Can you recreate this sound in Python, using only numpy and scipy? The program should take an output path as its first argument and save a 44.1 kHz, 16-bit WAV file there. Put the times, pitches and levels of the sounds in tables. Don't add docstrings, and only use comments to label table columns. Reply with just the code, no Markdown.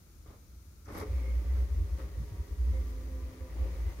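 import sys
import numpy as np
from scipy import signal
from scipy.fft import rfft, irfft
from scipy.io import wavfile
from scipy.ndimage import uniform_filter1d

SR = 44100
rng = np.random.default_rng(int(sys.argv[2]) if len(sys.argv) > 2 else 0)


def dump_mix(stems):
    frames = np.atleast_2d(stems).T
    limited = np.clip(frames, -1, 1)
    pcm = np.round(limited * 32767).astype(np.int16)
    wavfile.write(sys.argv[1], SR, pcm)


N = 176400

# time in seconds, turns per second.
GEAR_SPEED = [(1.0, 38.6), (1.3, 38.2), (1.5, 38.9), (1.7, 40.3), (2.15, 41.0), (2.5, 41.7), (2.75, 42.9),
              (3.1, 43.8), (3.45, 43.0), (3.75, 41.3), (4.0, 41.0)]
# a multiple of the turn rate; in the second table, its level in dB.
GEAR_HARMONICS = [7, 8, 10, 15, 23, 27]
GEAR_LEVELS = [-70, -66, -68.5, -76, -73.5, -77.5]
# start and end in seconds, multiple of the turn rate.
PANEL_HUM = (2.66, 3.48, 6)
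# middle in seconds, level in dB.
CASE_SWELLS = [(1.12, -61), (1.27, -55.5), (2.02, -57.5), (2.76, -53.5), (2.99, -57), (3.15, -55),
               (3.29, -58), (3.45, -54.5), (3.63, -53.5), (3.75, -58)]
# middle and half length in seconds, pitch and width in Hz, level in dB.
RUNNER_NOTES = [(1.27, .09, 2186, 14, -61.5), (1.29, .06, 2126, 14, -64), (1.19, .15, 2280, 450, -64.5),
                (1.48, .14, 2010, 240, -66), (2.6, .6, 1915, 22, -74), (2.77, .04, 2135, 120, -64.5),
                (3.77, .16, 2250, 700, -68), (3.89, .06, 2020, 150, -63.5)]
# time in seconds, levels of body, scrape and hiss in dB.
RUB_LEVELS = [(1.07, -49, -57.5, -65), (1.18, -51, -55.5, -64.5), (1.5, -51.5, -58, -64.5),
              (1.62, -48, -56, -63), (1.68, -57, -59.5, -67), (1.75, -50.5, -59, -65),
              (1.97, -57, -60, -64.5), (1.99, -46, -53.5, -63), (2.11, -55.5, -60.5, -69.5),
              (2.19, -54, -59.5, -64), (2.55, -55.5, -61.5, -67), (2.74, -54, -58, -62.5),
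              (3.05, -55, -59.5, -65.5), (3.48, -57, -59, -70), (3.62, -50, -56.5, -66.5),
              (3.92, -57, -56.5, -62.5), (3.97, -56, -61.5, -66), (4.0, -58, -54.5, -66.5)]
# middle in seconds, level in dB, half length in seconds.
RUNNER_BRUSHES = [(1.21, -70, .05), (1.568, -66, 0.065), (2.89, -63, 0.035)]
# frequency and width of its wander in Hz, relative level in dB.
DRAWER_MODES = [(58.47, 5, 1), (66.1, 18, -4.5)]

# time in seconds, level in dB.
SHUDDER_LEVELS = [(1.05, -53), (1.08, -33), (1.16, -29.5), (1.27, -33.5), (1.37, -27), (1.435, -34.5),
                  (1.49, -27.5), (1.625, -26), (1.675, -41), (1.72, -27.5), (1.745, -34), (1.795, -23.5),
                  (1.875, -40), (1.93, -28), (1.99, -47), (2.04, -33.5), (2.1, -46.5), (2.17, -34),
                  (2.245, -34), (2.28, -42), (2.365, -49), (2.4, -29), (2.45, -57), (2.52, -31.5),
                  (2.55, -43), (2.6, -27.5), (2.78, -28), (2.89, -37), (3.28, -36.5), (3.35, -75),
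                  (3.41, -33.5), (3.47, -48), (3.63, -26), (3.74, -37.5), (3.83, -29), (3.9, -31.5),
                  (3.94, -49), (4.0, -38.5)]
DRAG_LEVELS = [(3.45, -72), (3.56, -54), (3.65, -52.5), (3.76, -58.5), (3.9, -56), (4.0, -61)]
LATCH_LEVELS = [(.845, -85), (.872, -56), (.886, -48), (.91, -49.5), (.925, -49.5), (.96, -41.5),
                (1.0, -41), (1.025, -40), (1.055, -57), (1.1, -78), (1.2, -101)]
CATCH_LEVELS = [(.89, -78), (.93, -56.5), (.965, -58), (.98, -53), (1.005, -52), (1.03, -61), (1.08, -74.5)]

# start in seconds, ring, clatter and tick in dB, contact time in seconds.
CASE_KNOCKS = [(0.257, -61.5, -52.5, -76, 0.0055), (.292, -59, -51, -77, 0.0096),
               (.326, -62, -59, -78, 0.01), (.882, -49, -47, -80, 0.0013), (.899, -47, -48, -80, 0.0019),
               (.948, -49, -44, -73, 0.0016), (.977, -54, -47, -47, 0.0015),
               (0.999, -46.5, -50, -48, 0.0008), (1.024, -36, -57, -76, 0.0022),
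               (1.561, -58, -51, -74, 0.006), (1.991, -55, -50.5, -69, 0.0023)]
# frequency in Hz, 60 dB decay time in seconds, relative level in dB.
KNOCK_MODES = [(208, 0.11, -9), (301.5, 0.22, -2.5), (420, 0.16, 2), (508, 0.15, -16), (746, 0.11, -13),
               (1198, 0.14, -17), (1405, 0.07, -20), (2194, 0.068, -19)]
# start in seconds, level in dB, pitch and width in Hz, 60 dB decay time in seconds.
RINGING_BANDS = [(.275, -68, 3300, 3000, 0.52), (.853, -61, 5900, 1500, 0.12),
                 (0.858, -61, 1380, 900, 0.21), (1.555, -60, 1300, 450, .25), (1.994, -56, 1220, 350, 0.26)]
# start in seconds, level in dB, frequency in Hz.
DRAWER_BUMPS = [(0.281, -43.5, 66.7), (0.561, -43.5, 64), (0.924, -37.5, 71), (2.177, -34, 92),
                (2.198, -37, 131), (2.2, -46.5, 201), (2.318, -32.5, 94)]

# frequency in Hz, relative level in dB.
BODY_SPECTRUM = [(40, -9.5), (100, 7.5), (140, 0), (180, 3), (230, -2.5), (300, -1), (360, -4), (400, 1.5),
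                 (428, -2), (480, -6.5), (560, 0), (650, -24.5), (900, -20), (3000, -83)]
SCRAPE_SPECTRUM = [(300, -24), (600, -5.5), (740, 3), (850, -6.5), (960, 1.5), (1060, -4), (1190, 4.5),
                   (1300, -4.5), (1700, -4.5), (1950, -0.5), (2250, -5), (2800, -8.5), (6500, -15),
                   (7500, -25), (11000, -18.5), (14000, -25), (16000, -7.5)]
HISS_SPECTRUM = [(1500, -29.5), (3000, 1), (6800, 3), (7400, -2.5), (12000, -5.5), (14200, 2.5),
                 (16000, -20)]
SHUDDER_SPECTRUM = [(15, -26.5), (36, -2.5), (52, -3), (86, 5.5), (110, -4.5), (250, -36.5)]
DRAG_SPECTRUM = [(170, -20), (330, 12), (460, 1), (550, 6), (730, -1), (930, 0.5), (1400, -15),
                 (2200, -11.5), (3200, -14), (6000, -26), (8000, -29), (16000, -27)]
BRUSH_SPECTRUM = [(1200, -16), (2300, 9), (3000, -1), (6500, 4), (7500, -6), (12000, 2), (14300, 9),
                  (16000, -3)]
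RATTLE_SPECTRUM = [(30, -17), (70, 13), (130, -7), (300, -1.5), (420, -7), (520, -2.5), (750, -10.5),
                   (900, -9), (1200, -5.5), (1600, -15.5), (2200, -13.5), (2700, -27.5), (6000, -24.5),
                   (7500, -33), (15000, -44)]
CATCH_SPECTRUM = [(1500, -26), (3000, 5.5), (4200, 3), (6000, 1.5), (7500, 0), (10500, 0), (11800, 7.5),
                  (13000, 2), (16000, -3.5)]
TICK_SPECTRUM = [(1500, -43), (3000, -10), (5500, 1), (7500, -10), (10800, -11), (11600, 11), (12200, -4),
                 (12800, -11), (16000, -20)]
BACKGROUND_SPECTRUM = [(20, -40), (40, -2.5), (60, 0.5), (80, -1.5), (120, -13), (250, -21), (400, -28.5),
                       (650, -47.5), (1000, -38.5), (1350, -31), (1800, -41), (2300, -38), (3000, -42),
                       (4000, -36.5), (5000, -36), (6800, -32.5), (7500, -40.5), (12000, -39),
                       (14300, -33.5), (16000, -42)]

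# frequency in Hz, level of side against mid in dB.
STEREO_WIDTH = [(60, -19.5), (130, -13.5), (250, -13), (500, -5.5), (1000, 0), (2000, -1), (4000, 0.5),
                (16000, 1.5)]
# frequency in Hz, gain against the left in dB.
RIGHT_RESPONSE = [(100, 0), (1000, -1), (2300, 1), (3200, -7.5), (5000, -3.5), (7300, -9.5), (8700, 2),
                  (11300, -4), (12500, -11), (14000, -22), (16000, -46)]

MOTOR_START_S, MOTOR_FADE_S = 1.037, 0.055
FLUTTER, TOOTH_DEPTH = 0.0023, 0.21
CASE_HZ, CASE_WIDTH_HZ, CASE_SWELL_S = 517.3, 10, .052
CLATTER_T60_S, TICK_T60_S, BUMP_RISE_S = 0.29, 0.066, .011
CONTACT_CYCLES = 8.8
BACKGROUND_DB, TOP_HZ = -52.5, 15750


def drive():
    turn_rate = curve(GEAR_SPEED) * (1 + FLUTTER * drift(24.95))
    angle = 2 * np.pi * np.cumsum(turn_rate) / SR
    whir = gear_whir(angle) + panel_hum(angle) + case_resonance()
    return (whir + runner_singing() + rubbing(angle)) * running()


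def gear_whir(angle):
    tones = sum(harmonic(angle, order, db, waver_db=2.5)
                for order, db in zip(GEAR_HARMONICS, GEAR_LEVELS))
    return tones * unit(undb(2.5 * drift(120)))


def panel_hum(angle):
    start, end, order = PANEL_HUM
    gate = ramp(np.minimum(clock() - start, end - clock()), length=.04)
    return harmonic(angle, order, db=-56.5, waver_db=0.66) * gate


def case_resonance():
    load = sum(undb(db) * swell(middle, CASE_SWELL_S) for middle, db in CASE_SWELLS)
    return sustained_mode(CASE_HZ, CASE_WIDTH_HZ) * load * undb(3 * drift(60))


def runner_singing():
    return sum(undb(db) * resonant_noise(hz, width) * swell(middle, half_length)
               for middle, half_length, hz, width, db in RUNNER_NOTES)


def rubbing(angle):
    pulse = 1 + TOOTH_DEPTH * np.cos(3 * angle)
    grip = unit(pulse * undb(drift(450)))
    body = shaped_noise(BODY_SPECTRUM, grip) * undb(curve(RUB_LEVELS))
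    scrape = shaped_noise(SCRAPE_SPECTRUM, grip) * undb(curve(RUB_LEVELS, column=2))
    hiss = shaped_noise(HISS_SPECTRUM) * undb(curve(RUB_LEVELS, column=3) + .5 * drift(8.06))
    return body + scrape + hiss


def drawer_shudder():
    modes = sum(undb(db) * sustained_mode(hz, width) for hz, width, db in DRAWER_MODES)
    beat_envelope = np.abs(signal.hilbert(modes))
    rocking = unit(modes / beat_envelope ** .6)
    sway = undb(-18) * sustained_mode(hz=61, width=11) * np.array([[1], [-1]])
    return colour((rocking + sway) * undb(curve(SHUDDER_LEVELS)) * running(), SHUDDER_SPECTRUM)


def runner_drag():
    sliding = shaped_noise(DRAG_SPECTRUM) * undb(curve(DRAG_LEVELS))
    swells = sum(undb(db) * swell(middle, half_length) for middle, db, half_length in RUNNER_BRUSHES)
    return sliding + shaped_noise(BRUSH_SPECTRUM) * swells


def latch():
    rattle = shaped_noise(RATTLE_SPECTRUM, grain_db=2.5, grain_rate=300)
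    catch = shaped_noise(CATCH_SPECTRUM, grain_db=2.7, grain_rate=400)
    return rattle * undb(curve(LATCH_LEVELS)) + catch * undb(curve(CATCH_LEVELS))


def knocks():
    out = 0
    clatter, tick = shaped_noise(RATTLE_SPECTRUM), shaped_noise(TICK_SPECTRUM)
    for start, ring_db, clatter_db, tick_db, contact in CASE_KNOCKS:
        age = clock() - start
        modes = 0
        for hz, t60, mode_db in KNOCK_MODES:
            detuned_hz = hz * (1 + 0.013 * rng.standard_normal())
            modes += undb(mode_db) * decay(start, t60) * np.sin(2 * np.pi * detuned_hz * age)
        pole = np.exp(-2 * np.pi * CONTACT_CYCLES / contact / SR)
        dulled = signal.lfilter([1 - pole], [1, -pole], clatter)
        blow = (undb(ring_db) * modes
                + undb(clatter_db) * dulled * decay(start, CLATTER_T60_S)
                + undb(tick_db) * tick * decay(start, TICK_T60_S))
        out += blow * np.clip(age / contact, 0, 1)
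    return out


def bumps():
    out = 0
    for start, db, hz in DRAWER_BUMPS:
        age = np.maximum(clock() - start, 0)
        envelope = age / BUMP_RISE_S * np.exp(1 - age / BUMP_RISE_S)
        out += undb(db) * envelope * np.sin(2 * np.pi * hz * age)
    return out


def bright_ringing():
    return sum(undb(db) * resonant_noise(hz, width) * decay(start, t60)
               for start, db, hz, width, t60 in RINGING_BANDS)


def background():
    return undb(BACKGROUND_DB) * shaped_noise(BACKGROUND_SPECTRUM)


def harmonic(angle, order, db, waver_db):
    amplitude = np.sqrt(2) * undb(db + waver_db * drift(15))
    return amplitude * np.sin(order * angle + rng.uniform(0, 2 * np.pi))


def sustained_mode(hz, width):
    pitch = hz + width / 2 * drift(2 * width)
    return np.sqrt(2) * np.sin(2 * np.pi * np.cumsum(pitch) / SR)


def resonant_noise(hz, width):
    b, a = signal.iirpeak(hz, hz / width, fs=SR)
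    return unit(signal.lfilter(b, a, signal.lfilter(b, a, stereo_noise())))


def shaped_noise(spectrum, modulation=1, grain_db=0, grain_rate=0):
    noise = stereo_noise() * modulation
    if grain_db:
        noise *= undb(grain_db * drift(grain_rate))
    return unit(colour(noise, spectrum))


def stereo_noise():
    hz, db = np.array(STEREO_WIDTH).T
    side_gain = undb(np.interp(np.arange(N // 2 + 1) * SR / N, hz, db))
    mid, side = rfft(rng.standard_normal((2, N)))
    channels = mid + np.array([[1], [-1]]) * side_gain * side
    return unit(irfft(channels / np.sqrt(1 + side_gain ** 2), N))


def colour(x, points):
    hz, db = np.array(points).T
    bin_hz = np.maximum(np.arange(N + 1) * SR / (2 * N), 1)
    gain = undb(np.interp(np.log(bin_hz), np.log(hz), db))
    cepstrum = irfft(np.log(gain))
    cepstrum[1:N] *= 2
    cepstrum[N + 1:] = 0
    return irfft(rfft(x, 2 * N) * np.exp(rfft(cepstrum)))[..., :N]


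def drift(rate):
    steps = rng.standard_normal(2048)
    joined = np.interp(clock() * rate, np.arange(len(steps)), steps)
    return unit(uniform_filter1d(joined, 64))


def running():
    return ramp(clock() - MOTOR_START_S, MOTOR_FADE_S)


def ramp(age, length):
    return np.clip(age / length + .5, 0, 1)


def decay(start, t60):
    age = clock() - start
    return (age >= 0) * np.exp(-np.log(1000) * np.clip(age / t60, 0, 10))


def swell(middle, half_length):
    return np.exp(-((clock() - middle) / half_length) ** 2)


def curve(rows, column=1):
    rows = np.array(rows)
    return np.interp(clock(), rows[:, 0], rows[:, column])


def clock():
    return np.arange(N) / SR


def undb(db):
    return 10 ** (np.asarray(db) / 20)


def unit(x):
    return x / np.sqrt(np.mean(x ** 2))


def scene():
    clunks = latch() + knocks() + bright_ringing() + bumps()
    return clunks + drive() + runner_drag() + drawer_shudder() + background()


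def record(dry):
    heard = np.array([dry[0], colour(dry[1], RIGHT_RESPONSE)])
    low_pass = signal.ellip(12, .1, 80, TOP_HZ, fs=SR, output="sos")
    return signal.sosfilt(low_pass, heard)


dry = scene()
out = record(dry)
dump_mix(out)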